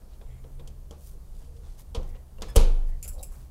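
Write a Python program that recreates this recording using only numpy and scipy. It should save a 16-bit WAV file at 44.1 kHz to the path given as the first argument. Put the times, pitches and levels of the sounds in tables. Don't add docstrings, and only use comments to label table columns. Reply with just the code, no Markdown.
import sys
import numpy as np
from scipy import signal
from scipy.io import wavfile
from scipy.ndimage import uniform_filter1d

SR = 44100
rng = np.random.default_rng(int(sys.argv[2]) if len(sys.argv) > 2 else 0)


def bounce(signal):
    frames = np.transpose(np.atleast_2d(signal))
    limited = np.clip(frames, -1, 1)
    pcm = np.round(limited * 32767).astype(np.int16)
    wavfile.write(sys.argv[1], SR, pcm)


def boost_factor(decibels):
    exponent = np.asarray(decibels, float) / 20
    return 10 ** exponent


N = 154350
T = np.arange(N) / SR

# (frequency [Hz], level per Hz [dB])
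ROOM_SPECTRUM = [(24, 3.5), (70, -10), (130, -19.5), (260, -32.5), (480, -30.5), (1000, -40.5), (1900, -51),
                 (16000, -49)]
# (time [s], level [dB])
SHAKE = [(0, 0), (.15, 3.5), (.27, 1.5), (.55, 3.5), (.8, 2), (1.0, -2), (1.12, 4.5), (1.5, 4), (1.9, 1.5),
         (2.28, -2.5), (2.45, 8), (2.6, 13), (3.0, 0.5), (3.15, 9), (3.3, 4.5), (3.5, 1)]
# (time [s], pitch [Hz], level [dB])
HUM = [(0, 120, -71), (.22, 121, -62), (.28, 122, -46), (.45, 130, -52), (.62, 134, -47), (.9, 139, -57),
       (1.3, 133, -59), (2.0, 128.1, -56), (3.5, 128, -58.5)]
# (time [s], crack level [dB], panel level [dB], crack centre [Hz], contact [ms])
KNOCKS = [(.02, -75, -66, 1500, 6.5), (0.2138, -58, -57.5, 2020, 7.1), (0.4402, -57.5, -57.5, 2000, 6.4),
          (0.5944, -55, -55, 2360, 9.8), (0.674, -48.5, -63.5, 5700, 8), (0.9094, -45.5, -50.5, 5460, 3.8),
          (1.9475, -37.5, -41, 4200, 9), (1.962, -46, -44, 2970, 11), (2.03, -51.5, -60, 5000, 2.9),
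          (2.149, -68, -61, 2500, 4.4), (2.3854, -74, -56, 2500, 4.7), (2.41, -55, -62, 4000, 3.4),
          (2.4202, -32, -43.5, 4500, 4.6), (2.552, -49, -52, 8000, 5.8), (2.558, -23.5, -36.5, 6840, 1.6),
          (2.5616, -16, -27, 7500, 3.3), (2.5674, -24, -36.5, 6500, 3.5)]
# (frequency [Hz], level [dB], T60 [s])
PANEL_MODES = [(187, -10, 0.22), (256.5, -13, 0.11), (404, -9, 0.051), (453, 0, 0.12), (517, -1, 0.082),
               (640, -11, 0.1), (729, -10, 0.042), (824, -12.5, 0.032), (1008, -12.5, 0.028),
               (1242, -14.5, 0.054)]
# (centre [Hz], level under the crack [dB], T60 [s])
RATTLE = [(1500, -31.5, 0.61), (2500, -22, 0.42), (4000, -21, .36), (6180, -21.5, 0.28),
          (10000, -22.5, 0.21), (14000, -30, .15)]
# (centre [Hz], level under the panel [dB], T60 [s])
THUD = [(152, -15.5, 1), (221, -6.5, 0.21), (366, -7.5, 0.55), (500, -3, 0.39), (750, -16.5, 0.77),
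        (1010, -8.5, 0.31)]
# (start [s], length [s], level
# [dB], centre [Hz], width [Hz])
RUBS = [(0.084, 0.1, -68.5, 3300, 3000), (0.24, 0.2, -71, 2110, 450), (0.215, 0.21, -74, 3340, 900),
        (.62, 0.085, -61.5, 440, 500), (0.96, 0.21, -59.5, 9700, 10000), (1.315, 0.19, -66.5, 5750, 8050),
        (1.401, 0.081, -73, 3100, 300), (1.558, 0.026, -65.5, 4000, 4970), (1.611, 0.17, -66, 4900, 6500),
        (1.63, 0.078, -71, 3550, 900), (1.3, 0.47, -65, 468, 40), (1.39, 0.065, -63.5, 750, 600),
        (1.62, 0.1, -64.5, 800, 700), (1.78, 0.052, -66, 990, 400), (1.999, .25, -70.5, 1960, 300.4),
        (2.07, .1, -56.5, 198, 60), (2.14, .04, -59, 594, 300), (2.378, .017, -58, 2810, 100),
        (3.33, .17, -53.5, 100, 50), (1.768, 0.065, -57, 6700, 11300), (2.058, 0.068, -65, 9000, 8930),
        (2.145, 0.032, -62.5, 2670, 1500), (2.416, 0.034, -48.5, 1320, 1170),
        (2.474, 0.045, -57, 8750, 7000), (2.79, 0.25, -72, 1900, 299), (2.86, 0.067, -66, 8900, 9000),
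        (3.032, 0.11, -65, 1399, 500), (3.03, 0.081, -56.5, 506, 300), (3.117, .15, -52, 550, 70),
        (3.126, 0.14, -56.5, 750, 200), (3.177, 0.045, -61.5, 3860, 140), (3.18, .025, -61, 4500, 900),
        (3.174, 0.06, -59, 10000, 11900), (3.022, .06, -61, 2500, 1000), (2.44, .12, -58, 900, 1200),
        (.59, .06, -58, 340, 120), (1.1, .1, -62, 400, 150), (3.249, 0.24, -64.5, 770, 880)]
# (start [s], length [s], level [dB], centre [Hz], width [Hz])
SLIDE = (3.26, .24, -62, 9500, 13000)
# (time [s], pitch [Hz])
HINGE_PITCH = [(.215, 6800), (0.245, 7900), (.265, 7550), (.3, 7050), (.33, 7400), (.357, 7900),
               (.385, 7150), (.41, 6950)]
# (time [s], level [dB], sign [+1 or -1], push [ms], damped after [s])
BOOMS = [
    (1.9724, -21, 1, 11.3, 0.152),
    (2.545, -26, 1, 20, .02),
    (2.565, -3.5, -1, 13, 0.37),
]
# (frequency [Hz], level [dB], T60 [s])
TUB_MODES = [(25.8, -3.5, 1.41), (28.8, -23, 0.23), (44.8, -3, 0.2), (73, -9, 0.3), (118.8, -13, 0.69)]
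# (start [s], length [s], pitch [Hz], level [dB])
SQUEAKS = [
    (2.476, .065, 1712, -53),
]
SQUEAK_HARMONICS_DB = [-3, -2, -1, -26, -16]
# (time [s], level [dB], hold [ms], resonance spacing [Hz], broad grit level [dB])
SCRAPES = [
    (3.0267, -39, 27, 2406, -8),
    (3.0775, -39.5, 18, 2580, -5.5),
    (3.13, -57.5, 30, 2460, 0.5),
    (3.2278, -41.5, 17, 2580, -4),
    (3.3187, -63, 62, 2640, 4),
]
SCRAPE_RESONANCES_DB = [-16, -13, -1, -1.5, -5.5, -14]


def unit(x):
    return x / np.sqrt(np.mean(x ** 2))


def band(x, hz, width):
    hz = min(hz, 0.45 * SR)
    return signal.lfilter(*signal.iirpeak(hz, hz / width, SR), x)


def steep(x, hz, width):
    return unit(band(band(x, hz, width), hz, width))


def walk(rate):
    k = int(SR / rate)
    steps = np.repeat(rng.standard_normal(N // k + 1), k)
    return unit(uniform_filter1d(uniform_filter1d(steps, k), k)[:N])


def sine(hz):
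    return np.sin(2 * np.pi * np.cumsum(hz) / SR)


def ring(x, modes, phases):
    out = 0
    for (hz, db, t60), phase in zip(modes, phases):
        pole = np.exp(2j * np.pi * hz / SR - np.log(1000) / (t60 * SR))
        swing = signal.lfilter([1], [1, -pole], x + 0j)
        out = out + boost_factor(db) * (np.exp(1j * phase) * swing).real
    return out


def tail(t, bands, hz):
    out = 0
    for centre, db, t60 in bands:
        dulling_db = 11.0 * max(np.log2(centre / hz) - 0.5, 0)
        noise = steep(rng.standard_normal(len(t)), centre, centre / 2)
        out = out + boost_factor(db - 60 * t / t60 - dulling_db) * noise
    return out * (1 - np.exp(-t / 0.0013))


def add(out, at, x):
    i = int(at * SR)
    out[i:i + len(x)] += x[:N - i]


def room():
    rumble = 0
    spectrum_hz, spectrum_db = np.array(ROOM_SPECTRUM).T
    shake_db = np.interp(T, *np.array(SHAKE).T)
    for hz in 18 * 2 ** np.arange(0, 10, 0.5):
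        db = np.interp(np.log(hz), np.log(spectrum_hz), spectrum_db) + 10 * np.log10(hz)
        db = db + shake_db * np.clip(60 / hz, 0, 1) + 1.0 * walk(7.98)
        rumble = rumble + boost_factor(db) * steep(rng.standard_normal(N), hz, hz / 2)
    rumble = rumble - 0.6 * band(rumble, 97, 30)
    drone = boost_factor(-49) * steep(rng.standard_normal(N), 70, 8)
    hum_s, hum_hz, hum_db = np.array(HUM).T
    hum = sine(np.interp(T, hum_s, hum_hz) + 0.76 * walk(6.35))
    hum = hum * boost_factor(np.interp(T, hum_s, hum_db) + 3 * walk(9))
    return boost_factor(-39) * unit(rumble) + drone + hum


def knocks():
    latch_hz, latch_width_hz, latch_db = 3280, 800, -5
    dip_hz, dip_width_hz = 1900, 990
    panel_contact = 1.98
    snap_db = 28
    out, t = np.zeros(N), T[:SR // 2]
    for at, crack_db, panel_db, hz, ms in KNOCKS:
        contact = (1 - np.exp(-t / 0.00046)) * np.exp(-t * 1000 / ms)
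        grit = rng.standard_normal(len(t))
        latch = boost_factor(latch_db) * steep(grit, latch_hz, latch_width_hz)
        crack = (steep(grit, hz, 1.17 * hz) + latch) * contact + tail(t, RATTLE, hz)
        crack = crack - 0.44 * band(crack, dip_hz, dip_width_hz)
        grinding = rng.standard_normal(len(t)) * contact ** (1 / panel_contact)
        phases = rng.uniform(0, 2 * np.pi, len(PANEL_MODES))
        panel = ring(boost_factor(snap_db) * (t == 0) + grinding, PANEL_MODES, phases)
        panel = panel / panel[:SR // 20].std()
        thud = tail(t, THUD, SR)
        add(out, at, boost_factor(crack_db) * crack + boost_factor(panel_db) * (panel + thud))
    return out


def rubs():
    out = np.zeros(N)
    for at, length, db, hz, width in RUBS + [SLIDE]:
        n = int(length * SR)
        unevenness = boost_factor(1.1 * walk(37.0) + 2.5 * walk(500))
        hiss = unit(steep(rng.standard_normal(N), hz, 1.34 * width) * unevenness)[:n]
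        add(out, at, boost_factor(db) * hiss * np.hanning(n) ** 0.6)
    return out


def hinge():
    s, hz = np.array(HINGE_PITCH).T
    on = uniform_filter1d(1. * ((T > s[0]) & (T < s[-1])), size=800)
    pitch = uniform_filter1d(np.interp(T, s, hz), size=500)
    return boost_factor(-77 + 1 * walk(60)) * on * sine(pitch)


def booms():
    gust_db, damped_t60_s = 42, 0.38
    out, t = np.zeros(N), T[:SR]
    for at, db, sign, ms, free_s in BOOMS:
        shape = np.hanning(int(ms * SR / 1000))
        push = np.r_[shape / shape.sum(), np.zeros(SR - len(shape))]
        swing = ring(push, TUB_MODES, np.zeros(len(TUB_MODES))) + boost_factor(gust_db) * push
        damping_db = 60 * np.maximum(t - free_s, 0) / damped_t60_s
        add(out, at, np.sign(sign) * swing * boost_factor(db - damping_db))
    return out


def squeaks():
    out = np.zeros(N)
    for at, length, hz, db in SQUEAKS:
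        n = int(length * SR)
        pitch = hz * (1 + 0.004 * walk(200)[:n])
        tone = sum(boost_factor(d) * sine((k + 1) * pitch) for k, d in enumerate(SQUEAK_HARMONICS_DB))
        add(out, at, boost_factor(db) * tone * np.hanning(n) ** 0.5 * boost_factor(np.linspace(3, -9, n)))
    return out


def scrapes():
    width_hz, gap_t60_s, grit_t60_s = 780, 0.29, 0.12
    sag_db_per_s = 250
    out, t = np.zeros(N), T[:SR // 3]
    for at, db, ms, spacing_hz, grit_db in SCRAPES:
        grit = rng.standard_normal(len(t)) * boost_factor(2 * walk(1500)[:len(t)])
        gap = 0
        for k, d in enumerate(SCRAPE_RESONANCES_DB):
            gap = gap + boost_factor(d) * steep(grit, spacing_hz * (k + 1), width_hz)
        after = np.maximum(t - ms / 1000, 0)
        gap = unit(gap) * boost_factor(-60 * after / gap_t60_s)
        broad = boost_factor(grit_db - 60 * after / grit_t60_s) * steep(grit[::-1], 10000, 9000)
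        level_db = db - 3 * (after > 0) - sag_db_per_s * (t - after) - 120 * after
        add(out, at, boost_factor(level_db) * (gap + broad) * np.minimum(t / 0.0005, 1))
    return out


def kitchen(x):
    low_db, low_t60_s = -18, 0.74
    top_db, top_t60_s = -25.5, 0.48
    t = T[:SR]
    noise = rng.standard_normal((2, SR))
    low = signal.lfilter(*signal.butter(1, 3500, fs=SR), noise[0]) * boost_factor(low_db - 60 * t / low_t60_s)
    top = noise[1] * boost_factor(top_db - 60 * t / top_t60_s)
    return signal.fftconvolve(x, (low + top) * np.minimum(t / 0.0017, 1) / 30)[:N]


def scene():
    near = knocks() + rubs() + hinge() + squeaks() + scrapes()
    return (near + kitchen(near) + booms() + room())[None]


def low_pass(x):
    return signal.sosfilt(signal.butter(12, 16670, fs=SR, output="sos"), x)


def record(dry):
    x = signal.lfilter(*signal.butter(2, 16, "high", fs=SR), dry)
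    x = signal.sosfilt(signal.ellip(6, 0.5, 20, 15750, fs=SR, output="sos"), x)
    return low_pass(x)


dry = scene()
out = record(dry)
bounce(out)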